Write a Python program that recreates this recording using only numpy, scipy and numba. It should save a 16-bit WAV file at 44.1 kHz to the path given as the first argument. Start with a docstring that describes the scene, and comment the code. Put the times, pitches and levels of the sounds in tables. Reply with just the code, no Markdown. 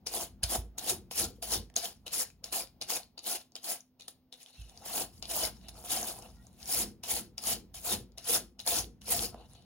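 """Over a steady low kitchen rumble and a wavering fridge hum, a hand shredder ticks onto a peeled green mango
and tears its crisp flesh, stroke after stroke, while the table shakes and wet skin squeaks at times.
Tearing and juice fizz are rains of short dying sines, ticks are shaped noise, and squeaks and groans unsteady tones.
Resonances make the fruit answer dully, the thin blade ring a little, and board and table shake under the push."""
import sys
import numpy as np
from scipy import signal
from scipy.fft import rfft, irfft, next_fast_len
from scipy.io import wavfile
from scipy.ndimage import uniform_filter1d, map_coordinates
from numba import njit

SR = 44100
rng = np.random.default_rng(int(sys.argv[2]) if len(sys.argv) > 2 else 0)


def to_wav(s):
    """Save 16-bit WAV."""
    ch = np.atleast_2d(s).T  # columns
    pcm = np.round(np.clip(ch, -1, 1) * 32767)  # PCM
    wavfile.write(sys.argv[1], SR, pcm.astype(np.int16))


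def boost_factor(decibels):
    """Convert a level in decibels to a linear amplitude factor."""
    exponent = np.asarray(decibels, float) / 20
    return 10 ** exponent


N = 425549
T = np.arange(N) / SR
SIZE = next_fast_len(N + SR // 2)
HZ = np.arange(SIZE // 2 + 1) * SR / SIZE
CONTROL_STEP = 22  # samples between control values


def through(x, response):
    """Linear filtering: a spectrum is multiplied by a frequency response."""
    return irfft(rfft(x, SIZE) * response, SIZE)[..., :N]


def colour(points):
    """Spectral envelope: gain through (Hz, dB) points joined on a log frequency axis."""
    hz, db = np.transpose(points)
    return boost_factor(np.interp(np.log(HZ + 1), np.log(hz), db))


def modes(resonances):
    """Modal superposition: damped resonances (Hz, width Hz, dB) add up, neighbours in opposite phase."""
    response = 0
    for k, (hz, width_hz, db) in enumerate(resonances):
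        damping = 1j * HZ * width_hz
        response = response + (-1) ** k * boost_factor(db) * damping / (hz * hz - HZ ** 2 + damping)
    return response


def unit(x):
    """Power normalisation: scale to rms 1."""
    return x / np.sqrt(np.mean(x ** 2))


def walk(rate):
    """Random modulation: levels drawn about rate times a second and slewed; spread near 1."""
    k = max(int(SR / rate), 1)
    held = np.repeat(rng.standard_normal(N // k + 1), k)
    return unit(uniform_filter1d(held, k)[:N])


@njit
def rings(start, hz, cycles, size, length):
    """Damped free oscillation: each grain is a small sine that dies within some cycles."""
    out = np.zeros(length + 8192)
    for k in range(len(start)):
        z = size[k] + 0j
        turn = np.exp((2j * np.pi - 1 / cycles[k]) * hz[k] / SR)
        for i in range(min(int(3 * cycles[k] * SR / hz[k]), 8192)):
            out[start[k] + i] += z.imag
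            z *= turn
    return out[:length]


def crunch(low_hz, high_hz, cycles, snap_db, patchy_db, count):
    """Granular fracture: snapping fibres give grains of scattered pitch and length; one rain for each channel."""
    # flesh tears unevenly: for some 30 ms one range of pitches snaps harder than another
    patches = patchy_db * rng.standard_normal((320, 14))
    last_cell = np.array(patches.shape)[:, None] - 1
    pair = []
    for when, pitch, snap, life in rng.random((2, 4, count)):
        hz = low_hz * (high_hz / low_hz) ** pitch
        patch_db = map_coordinates(patches, np.array([when, pitch]) * last_cell, order=1)
        size = boost_factor(patch_db - snap_db * np.log(1 - snap)) * np.sqrt(hz)
        lives = cycles * (.3 - np.log(1 - life))
        pair.append(rings((when * N).astype(np.int64), hz, lives, size, N))
    return unit(np.array(pair))


# spectrum of the room rumble: pitch_hz [Hz], level_db [dB per Hz, relative]
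RUMBLE_SPECTRUM = [(18, -30.5), (30, -3.5), (194, 2.5), (461, -10), (721, -14.5), (1590, -27),
                   (5040, -26.5), (7470, -44.5), (8300, -37), (10500, -41.5), (11400, -30), (13000, -30),
                   (16000, -22.5)]


def kitchen():
    """Stationary noise and a pure tone: low room rumble that drifts, with a wavering fridge hum."""
    rumble = unit(through(rng.standard_normal((2, N)), colour(RUMBLE_SPECTRUM)))
    rumble = rumble * boost_factor(-70 + 2.4 * walk(3))
    hum_hz = 253 + .9 * walk(4)
    hum = np.sin(2 * np.pi * np.cumsum(hum_hz) / SR) * boost_factor(-73.5 + 1.5 * walk(6))
    return rumble + hum


# fruit knocks the board: start_s [s], level_db [dB, relative]
FRUIT_KNOCKS = [(0.426, -20.5), (0.457, -35.5), (0.572, -22.5), (0.6, -44), (1.239, -37), (1.556, -32),
                (1.58, -28), (4.579, -31.5), (4.598, -34), (4.641, -42), (5.24, -42), (5.727, -49),
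                (6.757, -45), (7.754, -40), (8.788, -28.5), (9.182, -31.5)]
# resonances of the table: pitch_hz [Hz], width_hz [Hz], level_db [dB, relative]
TABLE_MODES = [(54, 5.1, -0.5), (85.5, 9.7, -6), (118, 19, -10), (204.4, 45, -11)]


def table_top(shake_db):
    """Forced and free vibration: the top wobbles under the sawing and rings on after each soft knock of the fruit."""
    push = np.zeros(N)
    for start_s, level_db in FRUIT_KNOCKS:
        i = int(start_s * SR)
        push[i:i + 400] += boost_factor(level_db + 6) * np.hanning(400)  # a soft contact lasts about 9 ms
    sawing = unit(through(rng.standard_normal((2, N)), modes(TABLE_MODES))) * boost_factor(shake_db - 3.5)
    return sawing + through(push, modes(TABLE_MODES))


# teeth landing, catching and fingers tapping:
# start_s [s], level_db [dB, relative], pitch_hz [Hz], thud_db [dB over the crack, relative]
TICK_EVENTS = [(0.0659, -30, 9390, -6.5), (0.0703, -17, 5100, -37), (0.1386, -24, 4970, -7.5),
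               (0.4328, -30, 10500, -31), (0.4376, -13, 4800, -43), (0.5221, -28.5, 9920, 1),
               (0.5554, -18.5, 11000, -1.5), (0.7845, -23, 7500, -25), (0.7934, -25, 3710, -24),
               (1.1114, -21, 2720, -13.5), (1.2424, -22.5, 7200, -24), (1.4336, -33, 5100, -11),
               (1.5384, -24, 10600, -7), (1.7, -40.5, 1770, -12), (1.7406, -41.5, 1750, -27),
               (1.764, -11.5, 6590, -22), (1.7704, -18, 4100, -25), (1.8554, -21, 3370, -26),
               (2.0667, -40, 10300, -15), (2.0793, -26.5, 4130, -30), (2.1345, -28, 10400, -20),
               (2.302, -40, 2500, -20), (2.4418, -22.5, 5050, -29), (2.5311, -29, 10400, -13),
               (2.814, -20.5, 4690, -24), (2.822, -20, 4860, -32), (2.9033, -20, 4970, -22),
               (3.032, -38, 4500, -22), (3.1792, -36.5, 4520, -13), (3.1916, -26.5, 4650, -37),
               (3.2415, -36, 4750, -22), (3.2784, -22, 10800, -19), (3.5199, -50, 4880, -12),
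               (3.5547, -26.5, 4980, -24), (3.5638, -23.5, 3240, -30), (3.644, -30, 4640, -27),
               (3.806, -38, 6500, -25), (3.998, -44, 5200, -30), (4.009, -33.5, 3910, -30),
               (4.0214, -35, 3950, -35), (4.0816, -31, 4000, -16), (4.3259, -30.5, 3980, -35),
               (4.3324, -36.5, 3740, -33), (4.3394, -34.5, 3850, -31), (4.4303, -37, 9880, -28),
               (4.4613, -34, 3200, -26), (4.6957, -38, 3750, -24), (4.775, -35, 4770, -25),
               (4.8595, -33, 10000, -3.5), (5.1791, -46.5, 4870, -16), (5.2255, -23.5, 4950, -17),
               (5.2544, -26.5, 3960, -18), (5.3485, -30, 5590, -19), (5.6855, -45, 5340, 1),
               (5.8396, -35, 9740, -3), (5.9044, -26.5, 10100, -10), (6.0294, -24, 6530, -6),
               (6.1599, -38, 9510, -6), (6.1883, -36, 9220, -4), (6.2228, -39, 5620, -19),
               (6.4682, -43, 7000, -12), (6.5294, -50, 9830, -12), (6.6568, -30.5, 5850, -18),
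               (7.0366, -29, 5570, -15), (7.3801, -21, 5070, -24), (7.4704, -21, 7000, -14),
               (7.7433, -43, 9320, -10), (8.12, -52, 4500, -20), (8.1819, -29, 5030, -23),
               (8.5929, -30, 5100, -41), (8.6013, -23.5, 3930, -37), (8.6639, -19, 10500, -12.5),
               (8.6752, -15, 4670, -14.5), (8.7879, -22, 6610, -21), (9.0174, -38, 3160, -20.5),
               (9.0803, -23, 10400, -11), (9.3437, -39, 1773, 7), (9.5342, -43, 10100, -9),
               (9.551, -43.5, 3590, -5.5)]
# resonances of the fruit, also for the tearing: pitch_hz [Hz], width_hz [Hz], level_db [dB, relative]
FRUIT_MODES = [(240, 94, -14), (356, 56, -8.5), (493, 55, -5), (646, 58, 0.5), (782, 150, -1.5),
               (1042, 160, -7), (1298, 200, -10)]


def ticks():
    """Impulsive excitation: a millisecond crack around its pitch, a broad spit and a dull knock in the fruit."""
    t = np.arange(SR // 25) / SR
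    crack, knock = np.zeros((2, N + len(t))), np.zeros(N + len(t))
    shape = (1 - np.exp(-t / 0.00026)) * (np.exp(-t / .0007) + 0.07 * np.exp(-t / 0.0099))
    for start_s, level_db, pitch_hz, thud_db in TICK_EVENTS:
        i = int(start_s * SR)
        pitched, spit = rng.standard_normal((2, 2, len(t)))
        band = [pitch_hz * 0.92, min(pitch_hz * 1.02, 16000)]
        sos = signal.butter(1, band, "bandpass", fs=SR, output="sos")
        ring = (signal.sosfilt(sos, pitched) * 3.2 + 0.16 * spit) * shape
        crack[:, i:i + len(t)] += boost_factor(level_db + 2) * ring / np.abs(ring).max(axis=1, keepdims=True)
        knock[i:i + len(t)] += boost_factor(level_db + thud_db + 11.5) * np.exp(-t / 0.00045)
    crack = through(crack[:, :N], colour([(800, -18), (2500, -9), (8000, 1), (16000, -16.5)]))
    return crack + through(knock[:N], modes(FRUIT_MODES))


# teeth set down and skid dry before they bite: start_s [s], level_db [dB, relative],
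# fade [dB per s], fizz_db [juice fizz, dB over the skid]
LANDING_EVENTS = [(0.066, -42, 300, -5), (0.433, -38, 330, -3), (0.782, -42, 500, -4),
                  (1.112, -48, 120, -2), (1.425, -44, 200, -2), (1.761, -41, 170, -4),
                  (2.066, -42, 450, -11), (2.441, -48, 200, -9), (2.815, -40, 450, -12),
                  (3.179, -44, 470, -26), (3.556, -48, 410, -11), (3.998, -52, 250, -14),
                  (4.326, -50, 420, -15), (5.225, -44, 310, -18), (5.686, -47, 780, -5),
                  (7.036, -46, 400, -6), (7.38, -46, 500, -5), (7.744, -50, 170, 1), (8.178, -46, 520, -12),
                  (8.593, -45, 350, -12), (9.014, -60, 200, -6)]


def landings(t):
    """Sliding friction: powers of tearing, fizz and fruit body as the teeth land and their skid fades."""
    rise_db_per_s = 4200  # a steep short rise before each landing
    brace_db, brace_db_per_s = -24, 350  # the fruit creaks in the bracing hand ahead; dB over the skid
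    body_db = -9.5  # over the skid
    power = np.zeros((3, len(t)))
    for start_s, level_db, fade_db_per_s, fizz_db in LANDING_EVENTS:
        ahead = np.maximum(start_s - t, 0)
        fade_db = fade_db_per_s * np.maximum(t - start_s, 0)
        skid = boost_factor(level_db - fade_db - rise_db_per_s * ahead) ** 2
        power += skid * boost_factor(np.array([[0], [fizz_db], [body_db]])) ** 2
        power[2] += boost_factor(level_db + brace_db - brace_db_per_s * ahead) ** 2 * (t < start_s)
    return power


RELEASE_DB_PER_S = 400  # teeth leaving the flesh
# pulls through the flesh: bite_s [s], run_up_s [s for 20 dB], length_s [s], bite_db [dB, relative],
# end_db [dB, relative], body_db [fruit body, dB over the tearing]
PULL_EVENTS = [(0.14, .04, .09, -42, -45, -2), (0.521, .056, .036, -40, -39, -1),
               (0.903, .105, .012, -36, -39, -3), (1.191, .055, .046, -36, -39, -6),
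               (1.538, .146, .012, -37, -40, -3), (1.852, .05, .015, -38, -44, -4),
               (2.133, .025, .09, -41, -44, -10), (2.528, .011, .077, -39, -43, -3),
               (2.9, .025, .07, -39.5, -43, -4), (3.272, .03, .085, -39, -42, -4),
               (3.644, .024, .075, -49, -36, -6), (4.082, .004, .01, -46, -60, -11),
               (4.86, .03, .1, -53, -42, -5), (4.98, .11, .04, -38.5, -43, -1),
               (5.312, .045, .144, -43, -38.5, -3), (5.85, .02, .02, -53, -57, 0),
               (5.905, .05, .12, -42.5, -45, -4), (6.04, .03, .06, -49, -44, -2),
               (6.703, .09, .118, -42, -35, -7), (7.109, .068, .087, -39, -44, -6),
               (7.478, .072, .055, -36, -42, -6), (7.851, .027, .085, -46, -36, -4),
               (8.276, .043, .086, -40, -34.5, -7), (8.673, .02, .118, -38.5, -38, -7),
               (9.11, .055, .145, -37, -44.5, -4)]
# juice fizz [dB over the tearing]: start of the run-up, bite, end, as the teeth leave
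FIZZ_COURSE_DB = (-4.0, 3.0, 1.5, -1.0)
# the fruit body sounds up as the teeth sink in [dB]: just before the bite, end
BODY_COURSE_DB = (-2.0, 0.0)


def pulls(t):
    """Progressive fracture: powers of tearing, fizz and fruit body over each pull, and the tearing alone."""
    leaving_s = .06
    power, pulling = np.zeros((3, len(t))), np.full(len(t), 1e-13)
    for bite_s, run_up_s, length_s, bite_db, end_db, body_db in PULL_EVENTS:
        end_s = bite_s + length_s
        db = np.interp(t, [bite_s, end_s], [bite_db, end_db]) - 20 * np.maximum(bite_s - t, 0) / run_up_s
        landed_s = max(row[0] for row in LANDING_EVENTS if row[0] < bite_s)
        pull = boost_factor(db - RELEASE_DB_PER_S * np.maximum(t - bite_s - length_s, 0)) ** 2 * (t >= landed_s)
        fizz_db = np.interp(t, [bite_s - run_up_s, bite_s, end_s, end_s + leaving_s], FIZZ_COURSE_DB)
        build_db = np.interp(t, [bite_s - .02, end_s], BODY_COURSE_DB)
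        pulling += pull
        power += pull * boost_factor(np.array([0 * t, fizz_db, body_db + build_db])) ** 2
    return power, pulling


# the hand shifts blade and fruit between pulls; each group of rows is one continuous movement:
# start_s [s], level_db [rubbing, dB, relative], fizz_db [dB over the rubbing], body_db [dB over the rubbing]
HAND_MOVES = [
    [(4.38, -68, -5, -6), (4.43, -60, -4, -12), (4.45, -68, -8, -5), (4.48, -61, -13, -8),
     (4.53, -66, -15, -12), (4.62, -61, -12, -15), (4.67, -67, -10, -3), (4.7, -62, -8, -4),
     (4.76, -69, -12, 0), (4.83, -62, -12, 5)],
    [(5.05, -74, -5, -10), (5.2, -74, 5, -5)],
    [(5.55, -72, -5, -5), (5.6, -72, -7, -4), (5.67, -59, -18, -4), (5.73, -70, -10, 5), (5.77, -63, 0, 2),
     (5.83, -63, 4, 4)],
    [(6.12, -60, 0, 0), (6.19, -58, 0, 2), (6.25, -61, -6, 5), (6.34, -72, -3, 0), (6.56, -80, -6, 3),
     (6.61, -65, -5, -3)],
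    [(9.33, -75, -14, 15), (9.41, -58, -28, 3), (9.48, -76, 0, 5), (9.56, -66, -15, -3),
     (9.65, -70, -28, -5)],
]


def handling(t):
    """Rubbing friction: powers of tearing, fizz and fruit body while blade and fruit are shifted."""
    power = np.zeros((3, len(t)))
    for rows in HAND_MOVES:
        start_s, *columns = np.transpose(rows)
        db, fizz_db, body_db = (np.interp(t, start_s, c) for c in columns)
        outside_s = np.maximum(np.maximum(start_s[0] - t, t - start_s[-1]), 0)
        db -= RELEASE_DB_PER_S * outside_s
        power += boost_factor(np.array([db, db + fizz_db, db + body_db])) ** 2
    return power


# how firmly the fruit rests on the board:
# start_s [s], rest_db [table shake at rest, dB, relative], over_db [shake, dB over the tearing of a pull]
PRESSING_COURSE = [(0, -57, -14), (0.45, -54, -8), (1.0, -55, -6), (1.6, -56, -4), (1.8, -58, -18),
                   (2.4, -60, -24), (3.05, -63, -24), (3.2, -76, -40), (4.5, -84, -40), (4.6, -62, -16),
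                   (5.0, -57, -10), (5.3, -51, -12), (6.3, -53, -8), (6.9, -57, -7), (7.6, -57, -5),
                   (8.0, -56, -4), (8.35, -58, -12), (8.6, -61, -9), (9.3, -50, -5), (9.65, -57, -5)]


def pressing(t, pulling):
    """Force transmission: the push builds through a pull in two lag stages; powers of push and table shake."""
    lag_s = .025  # of each stage
    start_s, rest_db, over_db = np.transpose(PRESSING_COURSE)
    keep = np.exp(-CONTROL_STEP / (lag_s * SR))
    lagged = signal.lfilter([(1 - keep) ** 2], [1, -2 * keep, keep ** 2], pulling)
    push = boost_factor(np.interp(t, start_s, over_db)) ** 2 * lagged
    return push, push + boost_factor(np.interp(t, start_s, rest_db)) ** 2


def contact():
    """Incoherent addition of power: tearing, fizz and body over it, push on the board and table shake, in dB."""
    t = T[::CONTROL_STEP]
    pull_power, pulling = pulls(t)
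    power = 1e-13 + landings(t) + pull_power + handling(t)
    push, shake = pressing(t, pulling)
    tear_db, fizz_db, body_db, push_db, shake_db = 10 * np.log10([*power, push, shake])
    courses = (tear_db, fizz_db - tear_db, body_db - tear_db, push_db, shake_db)
    return [np.interp(T, t, c) for c in courses]


# spectrum of the tearing: pitch_hz [Hz], level_db [dB, relative]
TEAR_SPECTRUM = [(900, -18.5), (1500, -13), (2200, -9), (3000, -3.5), (3700, -2), (5000, 3.5), (7500, -2.5),
                 (9500, 1), (16000, -6)]
# spectrum of the juice fizz: pitch_hz [Hz], level_db [dB, relative]
FIZZ_SPECTRUM = [(5000, -23), (7500, -0.5), (9000, -2), (11500, -0.5), (13000, -1), (15800, -4.5)]
# resonances of the plastic handle: pitch_hz [Hz], width_hz [Hz], level_db [dB, relative]
HANDLE_MODES = [(2850, 300, -1), (3200, 240, 0), (3880, 480, 1.5), (4800, 500, 1)]


def shredding(tear_db, fizz_db, body_db):
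    """Stick-slip: teeth slip and catch in bursts shared by tearing and juice fizz; the fruit body rings with them."""
    catch = boost_factor(1.52 * walk(45) + 0.56 * walk(250))
    fibres = crunch(900., 12000., cycles=3.5, snap_db=2.0, patchy_db=3.5, count=60000)
    fibres = fibres * catch * boost_factor(1.2 * walk(30))
    fizz = crunch(5000., 17000., cycles=2.6, snap_db=1.5, patchy_db=2.5, count=70000)
    fizz = fizz * catch * boost_factor(1.2 * walk(60))
    jolts = crunch(198.5, 1600., cycles=1.5, snap_db=2.0, patchy_db=3.0, count=20000) * catch
    # many dry, toneless clicks of parting strands are sprinkled through the tearing
    strands = crunch(2500., 12000., cycles=.4, snap_db=4.0, patchy_db=1.0, count=3000)
    fibres = fibres + boost_factor(-12) * strands
    # without juice the teeth only slide, and the plastic handle colours the rub
    slide = np.clip((-fizz_db - 3.0) / 16, 0, .9)
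    bite = unit(through(fibres, colour(TEAR_SPECTRUM))) * np.sqrt(1 - slide)
    rub = unit(through(fibres, modes(HANDLE_MODES))) * np.sqrt(slide) * boost_factor(-5.0)
    fizz = unit(through(fizz, colour(FIZZ_SPECTRUM))) * boost_factor(fizz_db + 1.5)
    body = unit(through(jolts, modes(FRUIT_MODES))) * boost_factor(body_db - 2.5)
    return (bite + rub + fizz + body) * boost_factor(tear_db + 3.5)


# resonances of the blade: pitch_hz [Hz], width_hz [Hz], level_db [dB over the direct sound]
BLADE_MODES = [(10600, 10, -2.5), (7300, 190, 2.5), (5900, 20, -22), (4770, 31, -8.5), (3016, 90, -10.5)]


def blade(x):
    """Sympathetic resonance: the thin blade rings along with the direct sound."""
    return through(x, 1 + modes(BLADE_MODES))


# resonances of the cutting board: pitch_hz [Hz], width_hz [Hz], level_db [dB, relative]
BOARD_MODES = [(215, 45, 0), (350, 70, 0), (480, 60, -2)]


def board(push_db):
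    """Forced vibration: the cutting board buzzes dully under the pushed fruit."""
    jolts = crunch(180., 600., cycles=1.5, snap_db=2.0, patchy_db=3.0, count=6000)
    return unit(through(jolts, modes(BOARD_MODES))) * boost_factor(push_db - 5.5)


# the fruit groans on one dull note when the teeth judder:
# start_s [s], level_db [dB, relative], pitch_hz [Hz, mean]
GROAN_EVENTS = [(.172, -42, 690), (.54, -39, 770), (.912, -43, 358), (1.225, -46, 350), (1.82, -48, 720),
                (5.315, -44, 660), (5.42, -45, 650), (7.91, -47, 380), (8.285, -44, 479), (9.085, -45, 485),
                (9.13, -45, 670)]
# wet fingers or blade squeak faintly on the skin:
# start_s [s], length_s [s], pitch_hz [Hz, mean], level_db [dB, relative]
SQUEAK_EVENTS = [(4.49, .07, 3680, -70), (4.55, .1, 2610, -68), (4.56, .07, 3140, -73),
                 (6.345, .11, 1920, -76), (6.35, .08, 1420, -75), (9.39, .04, 790, -60)]


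def squeaks_and_groans():
    """Friction-driven oscillation: each squeak or groan is an unsteady tone that swells and fades."""
    groan_s = .035
    out, waver, flutter = np.zeros(N), 1 + .025 * walk(90), boost_factor(3.5 * walk(110))
    groans = [(start_s, groan_s, hz, db) for start_s, db, hz in GROAN_EVENTS]
    for start_s, length_s, pitch_hz, level_db in SQUEAK_EVENTS + groans:
        span = slice(int(start_s * SR), int((start_s + length_s) * SR))
        tone = np.sin(2 * np.pi * np.cumsum(pitch_hz * waver[span]) / SR)
        swell = np.sin(np.pi * (T[span] - start_s) / length_s)
        out[span] += tone * boost_factor(level_db) * flutter[span] * swell
    return out


def room(x):
    """Diffuse reverberation: short noise tail of a furnished kitchen, unlike in the two channels."""
    t60_s = .22
    t = np.arange(SR // 3) / SR
    tail = rng.standard_normal((2, len(t))) * np.exp(-np.log(1000) * t / t60_s) * (t > .004)
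    tail = tail / np.sqrt(np.sum(tail ** 2) / 2)
    return through(x, rfft(tail, SIZE) * colour([(300, -5.5), (1000, -0.5), (4000, -2.5), (16000, -13.5)]))


# left and right channels, with phase and likeness stepped over pitch: pitch_hz [Hz],
# phase [half turns of left over right], likeness [0-1], level_db [left minus right, dB, for equal inputs]
CHANNEL_DIFFERENCES = [(60, 0, .9, .5), (800, .1, .8, 1), (2000, .13, .5, 1.5), (3400, .3, .4, 2),
                       (4300, .8, .5, 4), (6200, .4, .45, 5), (7000, -.25, .4, 4), (7950, -.96, .98, 0),
                       (8650, -1.04, .98, 0), (9250, -1.5, .7, 0), (9800, -1.98, .99, 0),
                       (10900, -2.02, .99, 0), (11500, -2.5, .6, 0), (12000, -2.97, .99, 0),
                       (13000, -3.03, .99, 0), (13500, -3.5, .5, 0), (14000, -3.98, .99, 0),
                       (16000, -4.03, .99, 0)]


def left_and_right(pair):
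    """Interchannel coherence: stepped phase and likeness over pitch set how far the right resembles the left."""
    hz, phase, like, db = np.transpose(CHANNEL_DIFFERENCES)
    phase, like, db = (np.interp(HZ, hz, c) for c in (phase, np.clip(like, 0, 1), db))
    left = through(pair[0], boost_factor(db / 2))
    shared = through(pair[0], like * np.exp(-1j * np.pi * phase) * boost_factor(-db / 2))
    own = through(pair[1], np.sqrt(1 - like ** 2) * boost_factor(-db / 2))
    return np.array([left, shared + own])


def scene():
    """Superposition: shredder, board, squeaks, room tail, table and kitchen add up in the two channels."""
    tear_db, fizz_db, body_db, push_db, shake_db = contact()
    near = blade(ticks() + shredding(tear_db, fizz_db, body_db))
    near = near + board(push_db) + squeaks_and_groans()
    return left_and_right(kitchen() + table_top(shake_db) + near + boost_factor(-7.5) * room(near[0]))


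def band_limit(x):
    """A steep low-pass at the top of the band."""
    return signal.sosfilt(signal.butter(12, 16820, fs=SR, output="sos"), x)


def record(dry):
    """Band limiting: the phone cuts the deepest bass and the top."""
    mix = signal.sosfilt(signal.butter(2, 32, "highpass", fs=SR, output="sos"), dry)
    mix = signal.sosfilt(signal.ellip(8, .2, 60, 15850, fs=SR, output="sos"), mix)
    return band_limit(mix)


dry = scene()
out = record(dry)
to_wav(out)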